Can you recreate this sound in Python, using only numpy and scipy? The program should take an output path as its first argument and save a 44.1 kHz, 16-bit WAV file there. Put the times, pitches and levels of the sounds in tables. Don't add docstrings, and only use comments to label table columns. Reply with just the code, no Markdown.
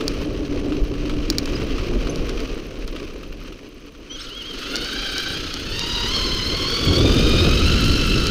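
import sys
import numpy as np
from scipy import signal
from scipy.fft import rfft, irfft
from scipy.io import wavfile

SR = 44100
rng = np.random.default_rng(int(sys.argv[2]) if len(sys.argv) > 2 else 0)


def int16_out(signal):
    q = np.round(np.clip(np.atleast_2d(signal).T, -1, 1) * 32767)
    wavfile.write(sys.argv[1], SR, q.astype(np.int16))


N = 366030

# (time [s], gear mesh rate [Hz])
MESH_RATE = [(4.1, 622.4), (4.55, 633.5), (4.95, 777), (5.28, 781), (5.66, 851), (5.76, 916), (5.87, 958),
             (6.06, 961), (6.13, 1072), (6.38, 1012), (6.65, 1083), (6.84, 1141), (6.92, 1092),
             (7.06, 1186), (7.45, 1267), (7.86, 1368), (8.05, 1329), (8.3, 1353)]
# (time [s], level [dB])
MOTOR_EFFORT = [(4.08, -87), (4.105, -46), (4.22, -33), (4.33, -38.5), (4.5, -35.5), (4.6, -31),
                (5.22, -28.5), (5.45, -29), (5.68, -32), (5.82, -29), (6.17, -25.5), (6.42, -28.5),
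                (7.2, -23.5), (7.85, -23.5), (8.3, -25.5)]
# (start [s], end [s], gain [dB])
LOAD_PUSHES = [(4.567, 5.417, 6), (5.66, 8.4, 1.5)]
# (frequency [Hz], gain [dB])
CASE_RESPONSE = [(600, -47), (800, -21), (960, -11.5), (1200, -10.5), (1530, -7), (1850, -13), (2280, -11),
                 (2560, -2), (2950, -2.5), (3550, 0), (3950, -3.5), (4400, 2.5), (4750, -5), (5250, -7.5),
                 (5800, -14), (6500, -17), (7500, -31), (11000, -32)]
# (frequency [Hz], density [dB])
RASP_SPECTRUM = [(600, -22), (950, -20), (1350, 3.5), (1850, -8), (2150, -6), (2400, -6), (3000, 1),
                 (3500, -3.5), (4300, 0.5), (5600, -9.5), (6500, -7.5), (7400, -38), (10000, -29)]
# (frequency [Hz], bandwidth [Hz], level [dB])
HOUSING_MODES = [(1530, 75, -30), (2100, 98, -26.5), (2980, 130, -13), (3103, 93, -8), (4510, 110, -14),
                 (5110, 170, -13.5), (6450, 920, -22)]
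# (start [s], rise [s], fall [s], foot [Hz], top [Hz], level [dB])
HUNT_SWOOPS = [(4.097, 0.047, 0.027, 2990, 3290, -36.5), (4.178, .068, 0.032, 2830, 4270, -39.5),
               (4.295, .093, 0.043, 2750, 3300, -36), (4.435, 0.04, 0.093, 2890, 3230, -37),
               (4.548, 0.057, .06, 2900, 3370, -44)]
# (time [s], level [dB])
RUMBLE_LEVEL = [(0.0, -29), (1.1, -31.5), (2.1, -30), (3.0, -38), (3.9, -47), (4.45, -45), (4.78, -35),
                (5.0, -37), (5.6, -38.5), (6.3, -34.0), (6.72, -31), (6.97, -23.1), (7.45, -24.5),
                (8.3, -35)]
# (frequency [Hz], density [dB])
RUMBLE_SPECTRUM = [(100, -14), (150, -9.5), (205, -8.5), (270, 0), (390, -2.5), (490, -5.5), (620, -14),
                   (800, -24), (1200, -28.5), (3000, -65)]
# (frequency [Hz], density [dB])
CRUNCH_SPECTRUM = [(530, -24), (900, -10), (1130, 1), (1780, -5), (2150, -3.5), (2450, 1), (3130, -0.5),
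                   (3480, -8), (4010, -5), (6200, -11), (7400, -26.5), (8630, -25.5), (10100, -28.5),
                   (11700, -41), (15000, -26.5)]
# (centre [s], half length [s], boost [dB])
DIRT_PATCHES = [(.16, 0.14, 4.5), (1.6, 0.62, 4.5), (2.25, 0.65, 3.5), (3.02, 0.094, 5.5),
                (3.45, 0.084, 3.5)]
# (time [s], level [dB])
FRAME_STRIKES = [(0.0804, -14.5), (1.3013, -8), (1.384, -9), (1.4576, -28.5), (1.7674, -45), (2.159, -31),
                 (2.2948, -30.5), (2.404, -34.5), (2.878, -36), (4.7573, -17.5), (4.766, -24),
                 (4.8464, -29), (5.182, -20), (5.541, -25), (5.794, -20.5), (7.8423, -22), (8.014, -24),
                 (8.2696, -17)]
# (frequency [Hz], gain [dB], t60 [s])
FRAME_MODES = [(2400, -20.5, 0.034), (4170, -5, 0.013), (4690, 6.5, 0.0067), (5380, 8.5, 0.0038),
               (6700, -14.5, 0.021), (8970, -16, 0.012), (10400, -12.5, 0.0068), (14200, -36, 0.0098)]
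# (time [s], level [dB])
BUMPS = [(0.0074, -24.5), (0.7218, -30), (0.939, -34.5), (1.096, -26), (1.1374, -32), (1.475, -29.5),
         (1.7824, -28), (2.0708, -27.5), (2.291, -27.5), (2.879, -33), (2.9626, -30.5), (3.2322, -35.5),
         (3.5235, -37.5)]
# (time [s], buffet level [dB], flutter level [dB])
WIND_LEVELS = [(0, -32, -35.5), (1.35, -26.5, -31), (2.2, -25.5, -34.5), (2.4, -28, -45),
               (3.45, -36.5, -46.5), (3.7, -45, -53), (4.5, -40, -52), (5.05, -36.5, -51),
               (5.25, -37, -40.5), (5.65, -35, -39), (6.3, -27.5, -31), (6.76, -34.5, -34.5),
               (6.92, -23, -18), (7.55, -19.5, -19), (8.3, -23, -21.5)]
# (centre [s], half length [s], boost [dB])
WIND_GUSTS = [(0.83, 0.028, 13), (1.99, .05, 5), (2.2, 0.046, 12), (2.89, .08, 4)]
# (frequency [Hz], density [dB])
BUFFET_SPECTRUM = [(12, -2), (24, -0.5), (45, 1), (58, -10.5), (75, -21), (150, -20)]
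# (frequency [Hz], density [dB])
FLUTTER_SPECTRUM = [(45, -3.5), (70, 4), (120, -1.5), (170, -5), (220, -6), (380, -9.5), (560, -25),
                    (720, -58), (3000, -67)]
# (frequency [Hz], density [dB])
CHAIN_SPECTRUM = [(5000, -25), (7000, 1), (8300, 9), (10300, 6.5), (12200, -18), (13400, 5), (14600, 10),
                  (15400, -16)]
# (start [s], length [s], pitch [Hz], level [dB])
METAL_SQUEAKS = [(1.553, 0.01, 4970, -30), (2.095, 0.01, 6170, -32), (2.095, .025, 11000, -49),
                 (4.099, 0.066, 5910, -41), (4.16, .025, 6430, -49), (4.193, 0.017, 8400, -48),
                 (4.206, 0.023, 5340, -36.5), (4.228, 0.029, 7780, -54)]

MESH_REF_HZ = 1004
PUSH_EDGE_S = 0.08


def motor(mesh_per_turn=26.7, rasp_db=-4, throb_db=2.5, ring_db_per_octave=6):
    mesh_hz = curves(MESH_RATE)[0] * (1 + 0.011 * drift(13))
    effort_db, = curves(MOTOR_EFFORT)
    rotor_rad = phase(mesh_hz / mesh_per_turn * (1 + 0.019 * drift(11.5)))
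    rasp = colour(grains(14000, 1.8), RASP_SPECTRUM)
    shake = noise()
    speed_db = ring_db_per_octave * np.log2(mesh_hz / MESH_REF_HZ)
    for hz, width_hz, level_db in HOUSING_MODES:
        t60_s = np.log(1000) / (np.pi * width_hz)
        rasp += from_db(level_db + speed_db) * unit_rms(ring(shake, hz, t60_s))
    rasp *= from_db(rasp_db + throb_db * np.cos(rotor_rad))
    return from_db(effort_db) * (gear_tones(mesh_hz, rotor_rad) + rasp)


def gear_tones(mesh_hz, rotor_rad, wobble=0.011, wear_rad=0.77, side_ratio=1.053, side_db=-8.5):
    engaged = np.clip((times_s() - LOAD_PUSHES[0][0]) / PUSH_EDGE_S + 1, 0, 1)
    loss_db_per_harmonic = 4 * np.abs(np.log2(mesh_hz / MESH_REF_HZ))
    depth_db = 3.5 * (740 / mesh_hz) ** 3.1
    throb_db = depth_db * (np.cos(rotor_rad) + 0.7 * np.cos(rotor_rad / 3))
    hz = mesh_hz * (1 + wobble * np.sin(rotor_rad) + 0.00793 * drift(40.56))
    mesh_rad = phase(hz)
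    out = 0
    for k in range(1, 9):
        harmonic_rad = k * mesh_rad + wear_rad * drift(91)
        side_tone = from_db(side_db) * np.sin(side_ratio * harmonic_rad + 3 * drift(11.8))
        level_db = throb_db * min(1, 2 / k) ** 2 - k * loss_db_per_harmonic + 3 * drift(34)
        out += (np.sin(harmonic_rad) + side_tone) * gain_at(CASE_RESPONSE, k * hz) * from_db(level_db)
    return out * engaged * from_db(tooth_load_db() - depth_db / 2)


def tooth_load_db(slack_db=-6):
    t = times_s()
    return slack_db + sum((db - slack_db) * np.clip(np.minimum(t - start_s, end_s - t) / PUSH_EDGE_S, 0, 1)
                          for start_s, end_s, db in LOAD_PUSHES)


def hunting(housing_hz=3200, loss_db_per_octave=20, lower_db=-20, edge_s=0.004):
    out, waver = np.zeros(N), 1 + 0.0031 * drift(150)
    for start_s, rise_s, fall_s, foot_hz, top_hz, level_db in HUNT_SWOOPS:
        length_s = rise_s + fall_s
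        t, span = event_span(start_s, length_s)
        arch = np.sin(np.pi / 2 * np.interp(t, [0, rise_s, length_s], [0, 1, 2]))
        hz = (foot_hz + (top_hz - foot_hz) * arch) * waver[span]
        mesh_rad = phase(hz) / 3
        lower_tones = from_db(lower_db) * (np.sin(mesh_rad) / 2 + np.sin(2 * mesh_rad))
        gain = from_db(level_db - loss_db_per_octave * np.abs(np.log2(hz / housing_hz)))
        fade = np.minimum(np.minimum(t, length_s - t) / edge_s, 1)
        out[span] += np.sqrt(2) * gain * fade * (np.sin(3 * mesh_rad) + lower_tones)
    return out * from_db(3 * drift(55))


def tyres(tread_hz=292, upright_db=-28.5, leaned_db=-50.5, lean_at_s=1.29, fade_db_per_s=17.5):
    rumble_db, = curves(RUMBLE_LEVEL)
    rumble = from_db(rumble_db + 2 + 1.97 * drift(16)) * colour(noise(), RUMBLE_SPECTRUM)
    tread_db = np.maximum(upright_db - fade_db_per_s * np.maximum(times_s() - lean_at_s, 0), leaned_db)
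    drone = np.sqrt(2) * np.sin(phase(tread_hz * (1 + 0.0209 * drift(26))))
    flicker = unit_rms(from_db(4.8 * drift(32)))
    return rumble + drone * from_db(tread_db) * flicker


def dirt(base_db=-39.5, rumble_ref_db=-29, grit_db=-22, grit_t60_s=0.006):
    rumble_db, = curves(RUMBLE_LEVEL)
    crunch_db = base_db + 0.51 * np.minimum(rumble_db - rumble_ref_db, 0) + swells_db(DIRT_PATCHES)
    crush = colour(grains(7000, 2.3) * from_db(2.5 * drift(62)), CRUNCH_SPECTRUM)
    grit = sum(unit_rms(ring(grains(45, 5), hz, grit_t60_s)) for hz in np.geomspace(3500, 14500, 14))
    return from_db(crunch_db) * (crush + from_db(grit_db) * unit_rms(grit))


def frame_pings(trim_db=1, chatter=0.017, chatter_s=0.0043):
    blows, samples = np.zeros(N), 1200
    for time_s, level_db in FRAME_STRIKES:
        contact = chatter * rng.standard_normal(samples) * np.exp(-np.arange(samples) / SR / chatter_s)
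        contact[0] = 1
        at = int(time_s * SR)
        blows[at:at + samples] += from_db(level_db + trim_db) * contact[:N - at]
    return sum(ring(blows * from_db(db + 0.5 * drift(6.7)), hz, t60_s) for hz, db, t60_s in FRAME_MODES)


def knocks(trim_db=-2, decay_s=0.011, clunk_db=2):
    jolts = np.zeros(N)
    for time_s, level_db in BUMPS:
        jolts[int(time_s * SR)] = from_db(level_db + trim_db)
    envelope = signal.lfilter([1], [1, -np.exp(-1 / (decay_s * SR))], jolts + 1e-18)
    rattle = colour(noise(), [(900, 1), (1300, 9), (1900, 1.5), (2800, 9.5), (5500, -3), (8000, -16)])
    return envelope * rattle + from_db(clunk_db) * ring(jolts, hz=1280, t60_s=0.024)


def wind(flicker_db=1.55):
    buffet_db, flutter_db = curves(WIND_LEVELS)
    buffet_db += 1 + swells_db(WIND_GUSTS) + 0.5 * drift(4.6)
    buffet = from_db(buffet_db) * colour(noise(), BUFFET_SPECTRUM)
    flutter = from_db(flutter_db + 2) * colour(noise(), FLUTTER_SPECTRUM)
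    return (buffet + flutter) * unit_rms(from_db(flicker_db * drift(41)))


def chain(offset_db=-25.5, load_share=0.45, clump_db=4.5):
    effort_db, = curves(MOTOR_EFFORT)
    sizzle_db = effort_db + offset_db + load_share * tooth_load_db() + clump_db * drift(60)
    return from_db(sizzle_db) * colour(grains(9000, 4.8), CHAIN_SPECTRUM)


def squeaks():
    out, waver = np.zeros(N), 1 + 0.0033 * drift(400)
    for start_s, length_s, hz, level_db in METAL_SQUEAKS:
        t, span = event_span(start_s, length_s)
        envelope = np.sqrt(2 * np.sin(np.pi * t / length_s))
        out[span] += from_db(level_db) * envelope * np.sin(phase(hz * waver[span]))
    return out


def freewheel(start_s=2.4, end_s=4.1, start_rate_hz=27, slowing_hz_per_s=7, click_db=-47):
    t = times_s()
    rate_hz = (start_rate_hz - slowing_hz_per_s * (t - start_s)) * (t > start_s) * (t < end_s)
    teeth_passed = np.floor(np.cumsum(rate_hz) / SR)
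    clicks = np.diff(teeth_passed, prepend=0) * from_db(click_db + 4 * drift(30))
    return sum(from_db(db) * ring(clicks, hz, t60_s)
               for hz, db, t60_s in [(14000, 0, 0.004), (10500, -7, 0.004), (4700, -6, 0.003)])


def controller(hz=6234, level_db=-68):
    return np.sqrt(2) * from_db(level_db) * np.sin(2 * np.pi * hz * times_s())


def hiss(level_db=-69):
    return from_db(level_db) * colour(noise(), [(1000, 5.5), (7000, 10), (12000, 5), (14500, -12)])


def from_db(db):
    return 10 ** (np.asarray(db) / 20)


def unit_rms(x):
    return x / np.sqrt(np.mean(x ** 2) + 1e-20)


def times_s():
    return np.arange(N) / SR


def event_span(start_s, length_s):
    t = np.arange(int(length_s * SR)) / SR
    at = int(start_s * SR)
    return t, slice(at, at + len(t))


def curves(rows):
    time_s, *columns = np.transpose(rows)
    return [np.interp(times_s(), time_s, column) for column in columns]


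def swells_db(rows):
    return sum(db * np.cos(np.pi / 2 * np.clip((times_s() - centre_s) / half_s, -1, 1)) ** 2
               for centre_s, half_s, db in rows)


def gain_at(spectrum, hz):
    known_hz, level_db = np.transpose(spectrum)
    return from_db(np.interp(np.log(hz + 1), np.log(known_hz), level_db))


def colour(x, spectrum):
    hz = np.arange(N // 2 + 1) * SR / N
    skirts = np.minimum(hz / spectrum[0][0], 1) ** 2 * np.minimum(spectrum[-1][0] / (hz + 1), 1) ** 2
    return unit_rms(irfft(rfft(x) * gain_at(spectrum, hz) * skirts, N))


def noise():
    return rng.standard_normal(N)


def drift(rate_hz):
    size = 2 ** 14
    hz = np.arange(size // 2 + 1) * SR / N
    slow = irfft(rfft(rng.standard_normal(size)) / (1 + (hz / rate_hz) ** 2), size)
    return np.interp(np.linspace(0, size - 1, N), np.arange(size), unit_rms(slow))


def phase(hz):
    return 2 * np.pi * np.cumsum(hz) / SR


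def ring(x, hz, t60_s):
    r, w = np.exp(-np.log(1000) / (SR * t60_s)), 2 * np.pi * hz / SR
    return signal.lfilter([0, np.sin(w)], [1, -2 * r * np.cos(w), r * r], x + 1e-18)


def grains(per_s, spread_db):
    sizes = from_db(spread_db * np.minimum(rng.exponential(1, N), 5))
    return unit_rms((rng.random(N) < per_s / SR) * sizes * rng.choice([-1, 1], N))


def scene():
    ground = tyres() + dirt() + frame_pings() + knocks()
    drive = motor() + hunting() + chain() + squeaks() + freewheel() + controller()
    return (wind() + ground + drive + hiss())[None]


def record(dry, ceiling=0.53, cutoff_hz=15500):
    rounded = ceiling * np.tanh(dry / ceiling)
    return signal.sosfilt(signal.ellip(10, 0.2, 95, cutoff_hz, fs=SR, output="sos"), rounded)


dry = scene()
out = record(dry)
int16_out(out)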